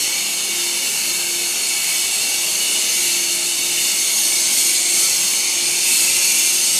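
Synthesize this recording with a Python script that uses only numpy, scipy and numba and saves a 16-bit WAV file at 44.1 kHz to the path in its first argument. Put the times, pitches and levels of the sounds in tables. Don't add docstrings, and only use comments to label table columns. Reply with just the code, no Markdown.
import sys
import numpy as np
from scipy import signal
from scipy.fft import rfft, irfft
from scipy.io import wavfile
from scipy.ndimage import uniform_filter1d
from numba import njit

SR = 44100
rng = np.random.default_rng(int(sys.argv[2]) if len(sys.argv) > 2 else 0)


def file_out(sig):
    cols = np.atleast_2d(sig).T
    lim = np.clip(cols, -1, 1)
    pcm = np.round(lim * 32767).astype(np.int16)
    wavfile.write(sys.argv[1], SR, pcm)


def volts(x):
    e = np.asarray(x, float) / 20
    return 10 ** e


N = 299439
T = np.arange(N) / SR

# time_s, hiss_level_db
FLOW = [(0, -21.5), (.42, -25), (.65, -23), (.8, -24), (1.03, -22.5), (1.25, -24), (2.02, -21.4),
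        (2.47, -22), (3.05, -20.5), (3.55, -22.5), (4.24, -19.5), (4.36, -19), (4.68, -18), (4.87, -19),
        (5.03, -17), (5.22, -19.5), (5.78, -20), (6.0, -18)]
FLOW_MEAN_DB = -21
ZONE_EDGES = (1700, 3300, 5200, 9500, 16000)
# level_db at mean flow, then db per db of flow, of spurt, of back pressure
ZONES = [(-29, 0.21, 0, 0.59), (-26.5, 0.45, 0.094, 0.053), (-21, 1, 0.13, 0), (-28, .7, 1.05, 0.039)]
# centre_s, length_s, change_db
SPURTS = [(0, .4, 0), (1.1, 0.92, 1.5), (1.9, 0.32, 1), (2.6, .5, 1), (3.0, .25, 2), (3.9, .3, 1.5),
          (4.22, 0.25, 3), (4.45, .12, -2.5), (4.63, .25, 2.5), (4.86, 0.15, -3), (5.0, 0.16, 1),
          (5.55, .4, -3.5), (5.78, .12, -1.5), (5.97, 0.31, 3), (6.37, 0.45, 2)]
# centre_s, length_s, change_db
PRESSURE = [(.2, 0.22, 2.5), (.9, 0.47, 1.5), (1.87, 0.54, 3.5), (2.2, .3, 2), (2.5, 0.24, 2.3),
            (2.78, .4, 2.3), (3.1, 0.53, 4.5), (3.8, .4, 4.5), (4.6, 0.46, 1.5), (5.0, .5, 1.5),
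            (5.9, .35, 2), (6.25, .7, -1)]
# frequency_hz, density_db (per Hz)
JET = [(1500, -59), (1900, -27), (2200, -18.5), (3300, -6.5), (4000, -12.5), (5000, -4), (6000, -5),
       (7200, -3), (9200, -4), (10600, -5), (12000, -6.5), (14000, -9), (14300, -15.5), (15500, -12)]
# centre_hz, width_hz, peak_db (per Hz), follow_db (per dB of flow)
CAVITIES = [(2045, 86, -9, -0.9), (2242, 146, -1.5, -1.6), (2413, 79, -23, 4), (2720, 226, 0, -2),
            (3004, 227, -5.5, -2.5), (3628, 218, -4, -0.95), (4330, 272, 1.5, -0.1), (4556, 103, -11, -1.3),
            (5546, 110, -6, 0.1), (6417, 390, 0, 0.34), (6800, 267, -7, -0.5), (7785, 460, -7, 1),
            (8750, 507, -4.5, 1), (9930, 610, -3, 0), (11200, 480, -8, 0.2)]
# pitch_hz, level_db
PIPES = [(2005, -54.5), (2246, -43.5), (2363, -56), (2744, -47), (2915, -40.5), (2990, -43), (3698, -54),
         (4500, -52), (5013, -49), (5500, -42.5), (7433, -46)]
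# start_s, end_s, pitch_hz, level_db, glide_hz
SINGING = [
    (.8, 1.3, 2740, -34, 0),
    (2.1, 2.6, 2750, -34, 0),
    (2.4, 3.0, 2915, -32.5, -1.5),
    (3.0, 3.3, 2663, -35, 1.5),
    (3.0, 3.3, 4420, -34, 1.5),
    (3.5, 4.1, 4330, -37.5, -23),
    (4.3, 5.1, 2280, -40, -43.5),
    (4.6, 5.6, 4170, -39, -20),
    (5.3, 5.95, 2427, -36.5, 47),
    (6.55, 6.9, 2970, -32, -42),
]
# (pitch_hz, level_db)
CHORDS = [
    (5.82, 6.4, [(808, -49), (908, -49), (2620, -29.5), (2765, -34), (4460, -45)]),
    (6.078, 6.543, [(2130, -42), (2368, -30), (2720, -29.5), (2900, -47), (3510, -38), (4380, -42), (5110, -36)]),
]
# start_s, end_s, pitch_hz, level_db, glide_hz
WHINES = [
    (0.055, 0.26, 515, -50, 3),
    (0.89, 1.02, 405, -44, 20),
    (1.15, 1.8, 450, -51, 42),
    (1.76, 4.7, 630, -50.5, -8),
    (4.9, 5.1, 1320, -44, -0.5),
    (3.75, 7.4, 575, -53, -59.5),
    (2.3, 3.2, 478, -53, 0),
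]
# time_s, frequency_hz
PUMP_RATE = [
    (0, 349.2),
    (.95, 349.1),
    (1.7, 346.6),
    (2.1, 346.7),
    (2.45, 348),
    (6.79, 348),
]
# order, level_db
PUMP_ORDERS = [(1, -58), (3, -57.5), (4, -56), (5, -60.5)]
# centre_s, length_s, change_db
BEATS = [(.12, 0.78, -7), (.64, 0.46, 7), (.96, 0.22, -13), (1.12, .12, 3), (1.38, .35, 7), (1.62, .15, -9),
         (1.86, 0.25, -18), (2.22, 0.39, -12), (2.75, 0.54, -1.5), (3.2, 0.6, 5), (3.72, 0.73, 2.5),
         (4.12, .3, -3), (5.1, 0.45, -2.5), (5.7, 0.32, 5), (6.25, 0.72, -2), (6.56, 0.099, 1)]
# pitch_hz, level_db
MOTOR = [(92, -64.5), (205, -53.5), (256, -61.5), (385, -58), (633, -56.5), (740, -62.5), (821, -53),
         (922, -54.5), (1045, -56), (1319, -55)]
# frequency_hz, density_db (per Hz)
HALL = [(15, -66), (25, -29), (59, -33), (81, -22.5), (194, -9.5), (310, -7), (346, -8.5), (379, -6),
        (479, -12), (664, -12), (841, -8.5), (1190, -12), (1900, -10), (2470, -44), (4180, -120)]
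# centre_s, length_s, change_db
THUMPS = [
    (2.3, .6, 3),
    (2.95, .3, 4),
    (3.65, .4, 5),
    (4.1, .4, -4),
    (5.15, 0.34, 7),
    (5.68, .15, 8),
    (6.08, 0.26, 9),
    (6.47, .2, 5),
]
# frequency_hz,
# share (0-1)
ECHO_SHARE = [(400, 0.15), (700, 0.05), (1500, 0.13), (3000, 0.18), (8000, 0.27), (11000, 0.13),
              (14000, 0.6), (15000, .85)]
# time_s, centre_hz
SIDE_PATCHES = [(.536, 10650), (.605, 5700), (1.116, 4950), (1.186, 7600), (1.418, 10300), (1.743, 11050),
                (1.859, 13800), (1.929, 9600), (3.786, 10300), (4.113, 8900), (4.344, 13450), (4.344, 5700),
                (4.367, 4900), (4.367, 8000), (4.76, 4850), (5.669, 4850), (5.669, 7600)]


def valve():
    flow_db = uniform_filter1d(np.interp(T, *np.transpose(FLOW)) - FLOW_MEAN_DB, size=2600)
    effort_db = uniform_filter1d(flow_db, size=16000)
    hiss = coloured(JET) * volts(0.15 * walk(6))
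    for hz, width, db, follow in CAVITIES:
        hiss = hiss + volts(db + follow * effort_db) * cavity(hz, width)
    hiss = echoes(hiss)

    flutter_db = 0.2 * walk(5) + 0.3 * walk(40)
    controls = np.array([flow_db, swells(SPURTS), swells(PRESSURE)])
    out = 0
    for lo, hi, (db, *shares) in zip(ZONE_EDGES, ZONE_EDGES[1:], ZONES):
        zone = band(hiss, lo, hi)
        even = zone / np.sqrt(uniform_filter1d(zone ** 2, size=9000))
        zone_db = db - 0.63 + np.array(shares) @ controls + flutter_db + 0.28 * walk(8)
        out = out + even * volts(zone_db)
    return out


def cavity(hz, width):
    broad = svf(ring(hz, width * 1.5, .004), np.full(N, 1. * hz), width * 2.5)
    out = volts(.8 * walk(1.2) + .9 * walk(9)) * broad
    overtone_width = 0.0035 * hz * max(hz / 4500, 1)
    for off in np.linspace(-1, 1, num=7) + rng.uniform(-0.11, .12, size=7):
        overtone_db = 3.5 - hz / 2500 - 8.8 * off ** 2 + 3.2 * walk(2.6)
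        out = out + volts(overtone_db) * ring(hz + 0.78 * off * width, overtone_width, 0.0016)
    return out


def pipes():
    out = 0
    for hz, db in PIPES:
        out = out + level(ring(hz, 9.0, .0006), db) * volts(2.5 * walk(1.6))
    chords = [(start, end, hz, db, -.01 * hz) for start, end, notes in CHORDS for hz, db in notes]
    for note in SINGING + chords + WHINES:
        out = out + singing_note(*note)
    return out


def singing_note(start, end, hz, db, glide):
    way = np.clip((T - start) / (end - start), 0, 1)
    pitch = hz * (1 + .0018 * walk(7)) + glide * (way - .5)
    locked = volts(4 * walk(10) - 3) * np.sin(2 * np.pi * np.cumsum(pitch) / SR)
    loose = level(svf(rng.standard_normal(N), pitch, 1 + .009 * hz), -1)
    return np.sin(np.pi * way) ** 0.22 * level(locked + loose, db)


def pump():
    turn = np.pi * np.cumsum(np.interp(T, *np.transpose(PUMP_RATE))) / SR
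    hum_db = -45 + swells(BEATS) + 0.7 * walk(8)
    out = np.sqrt(2) * volts(hum_db) * np.sin(2 * turn + 0.42 * walk(5.5))
    for order, db in PUMP_ORDERS:
        out = out + np.sqrt(2) * volts(db + 3.5 * walk(2.7)) * np.sin(order * turn + 0.69 * walk(2.2))
    for hz, db in MOTOR:
        out = out + level(ring(hz, 5.0, 0.0018), db) * volts(walk(1.2))
    return out


def hall():
    noise = level(coloured(HALL), -36.5 - 1.88)
    out = cut(noise, 15, 60) + cut(noise, 60, 160) * volts(swells(THUMPS))
    for lo in 160 * 1.5 ** np.arange(7):
        out = out + cut(noise, lo, lo * 1.5) * volts(.8 * walk(1.2) + .5 * walk(5))
    return out


def echoes(x):
    hz, _, cells = signal.stft(x, SR, nperseg=2048, noverlap=1536)
    paths = rng.standard_normal((2,) + cells.shape)
    for _ in range(2):
        paths = uniform_filter1d(paths, size=2, axis=1)
        paths = uniform_filter1d(paths, size=11, axis=2)
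    share = np.clip(np.interp(hz, *np.transpose(ECHO_SHARE)), 0, 1)[:, None]
    echo = (paths[0] + 1j * paths[1]) / np.sqrt(2 * paths.var())
    cells = cells * np.abs(np.sqrt(1 - share) + np.sqrt(share) * echo)
    return signal.istft(cells, SR, nperseg=2048, noverlap=1536)[1][:N]


def ring(hz, width, drift):
    return svf(rng.standard_normal(N), hz * (1 + drift * walk(1.5)), 1. * width)


@njit
def svf(x, hz, width):
    y, b, l = np.empty(len(x)), 0., 0.
    for i in range(len(x)):
        g, k = np.pi * hz[i] / SR, width / hz[i]
        g = g + g ** 3 / 3 + 2 * g ** 5 / 15
        v = (b + g * (x[i] - l)) / (1 + g * (g + k))
        b, l, y[i] = 2 * v - b, l + 2 * g * v, k * v
    return y


def coloured(points):
    hz, db = np.transpose(points)
    bins = np.maximum(np.arange(N // 2 + 1) * SR / N, 1)
    gain = volts(np.interp(np.log(bins), np.log(hz), db, -80, -80))
    return irfft(rfft(rng.standard_normal(N)) * gain, N)


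def walk(rate):
    knots = uniform_filter1d(rng.standard_normal(int(N / SR * rate * 4) + 8), size=4)
    return np.interp(T, np.linspace(0, N / SR, len(knots)), knots / knots.std())


def swells(rows):
    out = 0
    for centre, length, db in rows:
        out = out + db * np.cos(np.pi * np.clip((T - centre) / length, -.5, .5)) ** 1.1
    return out


def level(x, db):
    return x * volts(db) / np.sqrt(np.mean(x ** 2))


def band(x, lo, hi):
    return signal.sosfiltfilt(signal.butter(3, [lo, hi], "band", fs=SR, output="sos"), x)


def cut(x, lo, hi):
    hz = np.arange(N // 2 + 1) * SR / N
    return irfft(rfft(x) * ((hz > lo) & (hz < hi)), N)


def scene():
    return np.tile(valve() + pipes() + pump() + echoes(hall()), (2, 1))


def top_cut(x):
    return signal.sosfilt(signal.butter(12, 15010, fs=SR, output="sos"), x)


def record(dry):
    mid = cut(dry[0], 15, 15005)
    other = np.roll(mid, shift=3000)
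    side = 0
    for s, hz in SIDE_PATCHES:
        fade = np.clip(2 - np.abs(T - s) / .008, 0, 1)
        side = side + fade * cut(other, hz - 800, hz + 800)
    return top_cut(mid + volts(-3.5) * side * np.array([[1], [-1]]))


dry = scene()
out = record(dry)
file_out(out)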